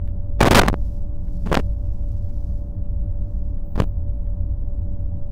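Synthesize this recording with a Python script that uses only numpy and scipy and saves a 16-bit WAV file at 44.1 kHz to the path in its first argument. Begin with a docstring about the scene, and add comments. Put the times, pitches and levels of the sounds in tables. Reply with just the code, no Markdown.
"""A deep road rumble fills a coach on a country road, heard from a phone held at a window seat.
The tyres shake the body, which booms. Three bursts of gusts hit the microphone port (its opening):
their eddies, small swirls of air, land as sharp knocks and overload it. The engine hums and the
gears whine. Plastic trim and a sleeve stir faintly, over the phone's own hiss and thin whistle."""
import sys
import numpy as np
from scipy import signal
from scipy.fft import rfft, irfft
from scipy.io import wavfile
from scipy.ndimage import uniform_filter1d

SR = 44100
rng = np.random.default_rng(int(sys.argv[2]) if len(sys.argv) > 2 else 0)


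def write(x):
    x = np.atleast_2d(x).T
    wavfile.write(sys.argv[1], SR, np.round(np.clip(x, -1, 1) * 32767).astype(np.int16))

N = 234523
TIME = np.arange(N) / SR

# tone colour of the road noise in the cabin: (frequency [Hz], relative level [dB])
ROAD_COLOUR = [(6, -7), (14, 2), (32, -3.5), (65, -14), (100, -17), (135, -25.5), (220, -29), (340, -41),
               (460, -44.5), (800, -48.5), (1200, -60.5), (2200, -76.5)]
# pitches at which the body and cabin boom: (frequency [Hz], width [Hz], level [dB])
BOOMS = [(54.6, 5.3, -34.5), (87.38, 11, -30.5), (179.7, 6.5, -46.5), (294.8, 19.3, -50.5)]
# smooth patches of road: (middle [s], length [s], change in the deep rumble [dB])
SMOOTH_PATCHES = [(2.686, 0.15, -7.5), (3.674, 0.054, -5.5), (4.197, 0.06, -1.5)]
# gusts at the microphone port: (start [s], length [s], strength [dB])
GUSTS = [(0.406, 0.031, -4), (0.454, .031, -5), (.509, .026, -2), (0.547, .051, 3), (.614, .008, -5),
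         (0.632, 0.033, -20.5), (0.684, .003, -1), (1.459, 0.05, -32.5), (1.528, .003, -7.5),
         (1.543, .008, -4), (1.568, 0.032, -18), (3.757, 0.01, -26), (3.783, .012, -25), (3.801, .003, -10),
         (3.818, .024, -36)]
# single large eddies that knock on the port: (time [s], strength [dB], width [ms])
KNOCKS = [(0.411, 14.5, .2), (0.4457, 7, 0.19), (0.635, 2.5, .12), (0.6784, -6.5, 0.18), (.683, 12, .06),
          (0.6998, -8.5, .37), (0.7302, -7, .76), (0.7417, -5.5, .34), (1.4732, -14, 0.35),
          (1.5164, -2.5, 0.51), (1.5183, -4.5, 0.53), (1.5219, -7.5, .22), (1.5279, 5.5, 0.15),
          (1.553, 4, 0.035), (1.5729, 8.5, 0.13), (3.7787, -8.5, 0.66), (3.8011, 2, 0.19),
          (3.8031, -2.5, 0.77), (3.821, -7.5, .64), (3.8408, -20, 0.51)]
# swarms of eddies, large to small, at a gust strength of 1:
# (rate [1/s], typical width [ms], typical strength [dB], growth with gust strength [exponent])
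EDDY_SWARMS = [(328.4, 0.45, -7, 0.63), (902.3, 0.24, -6, 0.73), (2599, 0.02, -10.5, 1.6)]
# how the port colours the sound of the air: (frequency [Hz], gain [dB])
PORT_COLOUR = [(120, 0.5), (500, -1), (900, 0.5), (1700, 1.5), (3000, 1.5), (6000, -3.5), (15000, -7.5)]
# engine hum and gear whine: (pitch [Hz], level [dB], wander [share of pitch], flutter [dB])
DRIVELINE_TONES = [(51.34, -30.5, .02, 4), (178.9, -48.5, 0.0073, 3), (575.8, -50.5, 0.0018, 2.1)]
# ticks of the plastic trim: (time [s], strength [dB])
TRIM_TICKS = [(0.075, -54.5), (1.275, -59), (2.03, -64.5), (2.299, -61), (2.855, -68), (3.14, -67),
              (3.573, -62.5), (4.264, -60.5)]
# strokes of a sleeve over the seat: (middle [s], length [s], strength [dB])
SLEEVE_STROKES = [(0.873, .24, -65.5), (1.474, 0.45, -67), (1.91, .08, -68.5), (2.336, 0.59, -69.5),
                  (3.35, 0.24, -75)]
# where the phone's whistle grows louder: (middle [s], length [s], change [dB])
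WHISTLE_SWELLS = [(3.78, .27, 14)]


def road_rumble(road_db=-22.5, deep_db=-22.5, deep_hz=115, boom_swell_db=.97, average_s=.18):
    """Tyres shake the body and it booms; the deep part holds steady but eases on smooth road."""
    road = noise(colour(ROAD_COLOUR))
    cabin = undb(road_db) * butter(road, 2300, "lowpass", order=2)  # the closed cabin keeps treble out
    for centre, width, db in BOOMS:
        boom = noise(lambda hz: 1 / (1 + ((hz - centre) / width) ** 2))
        cabin += boom * undb(db + boom_swell_db * drift(1.4))
    # take the deep part and divide it by its own running level to make it steady
    deep = shape(cabin, lambda hz: 1 / (1 + (hz / deep_hz) ** 8))
    steady = deep / np.sqrt(uniform_filter1d(deep ** 2, int(average_s * SR)))
    easing_db = sum(db * plateau(s, length, edge_s=.015) for s, length, db in SMOOTH_PATCHES)
    return cabin - deep + steady * undb(deep_db + easing_db)


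def wind_on_microphone(flutter_hz=170, flutter_db=2.5, churn_hz=1700, fizz_hz=3000, leak_hz=75):
    """Gusts break into eddies; the air churns between them and fizzes over the edge of the port."""
    strength = sum(undb(db) * gust(s, length) for s, length, db in GUSTS)
    strength *= undb(flutter_db * drift(flutter_hz))
    pressure = eddies(strength)
    churn = strength * noise(lambda hz: 1 / (1 + (hz / churn_hz) ** 2)) * undb(-22)
    fizz = pressure * noise(lambda hz: 1 / np.hypot(1, hz / fizz_hz)) * undb(-29)
    at_port = shape(pressure + churn + fizz, colour(PORT_COLOUR))
    # the microphone's vent lets steady pressure leak away, so every spike swings back
    return butter(at_port, leak_hz, "highpass") + air_thud(strength)


def gust(start, length, front_db=4.5, settle_s=.0045, rise_s=.00064, fall_s=.001, fringe_s=.009):
    """A gust hits hardest at its front, holds and dies away, inside a fringe of weaker swirling air."""
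    before = np.maximum(start - TIME, 0)
    after = np.maximum(TIME - start - length, 0)
    front = undb(front_db * np.exp(-np.abs(TIME - start) / settle_s))
    core = front * np.exp(-before / rise_s - after / fall_s)
    fringe = undb(-17.5) * np.exp(-((before + after) / fringe_s) ** 2)
    return np.maximum(core, fringe)


def eddies(strength, scatter_db=4, slowing=.29):
    """Large eddies knock among swarms of others; weak gusts carry slower, duller swarms."""
    pressure = np.zeros(N)
    for s, db, width_ms in KNOCKS:
        add_eddy(pressure, s, undb(db), width_ms)
    for rate, width_ms, db, growth in EDDY_SWARMS:
        # eddies arrive unevenly, each with its own size
        jitter, scatter = rng.standard_normal((20000, 2)).T
        times = (np.arange(len(jitter)) + .4 * jitter) / rate
        push = np.interp(times, TIME, strength)
        for k in np.flatnonzero(push > .01):
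            height = undb(db + scatter_db * scatter[k]) * push[k] ** growth
            add_eddy(pressure, times[k], height, width_ms / push[k] ** slowing)
    return pressure


def add_eddy(pressure, s, height, width_ms, fall_ratio=.67, rounding=.2):
    """One eddy is a spike of pressure: it builds to a rounded point and drops faster than it rose."""
    offsets = np.arange(-300, 300)
    from_peak = offsets / SR * 1000 / width_ms
    lopsided = np.where(from_peak < 0, from_peak, from_peak / fall_ratio)
    pressure[int(s * SR) + offsets] += height * np.exp(rounding - np.hypot(lopsided, rounding))


def air_thud(strength, thud_hz=55, linger_s=.07):
    """The whole mass of moving air sways slowly against the port: a deep thud under each gust."""
    lingering = np.maximum(uniform_filter1d(strength, int(linger_s * SR)), 0)
    sway = noise(lambda hz: 1 / (1 + (hz / thud_hz) ** 4))
    return undb(-22) * lingering ** .2 * sway


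def driveline():
    """Engine and gears turn at cruising speed: tones that waver in pitch and level."""
    tones = 0
    for hz, db, wander, flutter_db in DRIVELINE_TONES:
        pitch = hz * (1 + wander * drift(1.6))
        phase = 2 * np.pi * np.cumsum(pitch) / SR
        tones += level(np.sin(phase) * undb(flutter_db * drift(11)), db)
    return tones


def trim_rattles(band_hz=(900, 2600), grain_db=3, decay_s=.01):
    """Plastic panels shift and give short, dull rattles with a crisp edge."""
    ticks = sum(undb(db) * (TIME >= s) * np.exp(-np.abs(TIME - s) / decay_s) for s, db in TRIM_TICKS)
    rattle = rng.standard_normal(N) * undb(grain_db * drift(300))
    dull = level(butter(rattle, band_hz, "bandpass", order=2), -1)
    crisp = level(rattle, -9)
    return (dull + crisp) * ticks


def sleeve_rustle(centre_hz=5300, width_hz=1300, grain_db=2, resting_db=-90):
    """Cloth slides over the seat in a few soft strokes: a high, grainy rustle."""
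    rustle = noise(lambda hz: 1 / (1 + ((hz - centre_hz) / width_hz) ** 2) + undb(-4))
    grainy = level(rustle * undb(grain_db * drift(60)), 0)
    strokes = sum(undb(db) * plateau(s, length, edge_s=.1) for s, length, db in SLEEVE_STROKES)
    return grainy * (undb(resting_db) + strokes)


def phone_electronics(hiss_db=-82, whistle_hz=14998, resting_db=-84.5):
    """The phone's circuits add a faint hiss and a thin whistle that swells once."""
    swell_db = sum(db * plateau(s, length, edge_s=.01) for s, length, db in WHISTLE_SWELLS)
    whistle = level(np.sin(2 * np.pi * whistle_hz * TIME), resting_db) * undb(swell_db)
    return level(rng.standard_normal(N), hiss_db) + whistle


def undb(db):
    """Turn decibels into a number to multiply by."""
    return 10 ** (np.asarray(db) / 20)


def level(x, db):
    """Scale a sound to an average (rms) level."""
    return x * undb(db) / np.sqrt(np.mean(x ** 2))


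def noise(gain):
    """Noise of average (rms) size 1, coloured by gain(Hz)."""
    return level(shape(rng.standard_normal(N), gain), 0)


def drift(rate_hz):
    """A random wobble of typical size 1, mostly slower than rate_hz."""
    return noise(lambda hz: 1 / (1 + (hz / rate_hz) ** 2))


def butter(x, hz, kind, order=1):
    """Keep the lows, the highs or a band in between."""
    return signal.sosfilt(signal.butter(order, hz, kind, fs=SR, output="sos"), x)


def colour(points):
    """Join (frequency [Hz], gain [dB]) points into a curve gain(Hz)."""
    frequencies, dbs = np.transpose(points)
    return lambda hz: undb(np.interp(np.log(hz), np.log(frequencies), dbs))


def shape(x, gain):
    """Turn each frequency up or down by gain(Hz)."""
    hz = np.maximum(np.arange(N // 2 + 1) * SR / N, 1e-3)
    return irfft(rfft(x) * gain(hz), N)


def plateau(middle, length, edge_s):
    """Rise smoothly towards 1, hold and fall."""
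    return .5 + .5 * np.tanh((length / 2 - np.abs(TIME - middle)) / edge_s)


def scene():
    """The cabin, the air on the microphone and the phone's own noise, in one channel."""
    cabin = road_rumble() + driveline() + trim_rattles() + sleeve_rustle()
    return (cabin + wind_on_microphone() + phone_electronics())[None]


def record(dry, ceiling=.73, top_hz=15600):
    """The phone flattens peaks that overload it and cuts the highest treble."""
    flattened = dry / (1 + (dry / ceiling) ** 8) ** (1 / 8)
    treble_cut = signal.ellip(8, .2, 70, top_hz, fs=SR, output="sos")
    return signal.sosfilt(treble_cut, flattened)


dry = scene()
out = record(dry)
write(out)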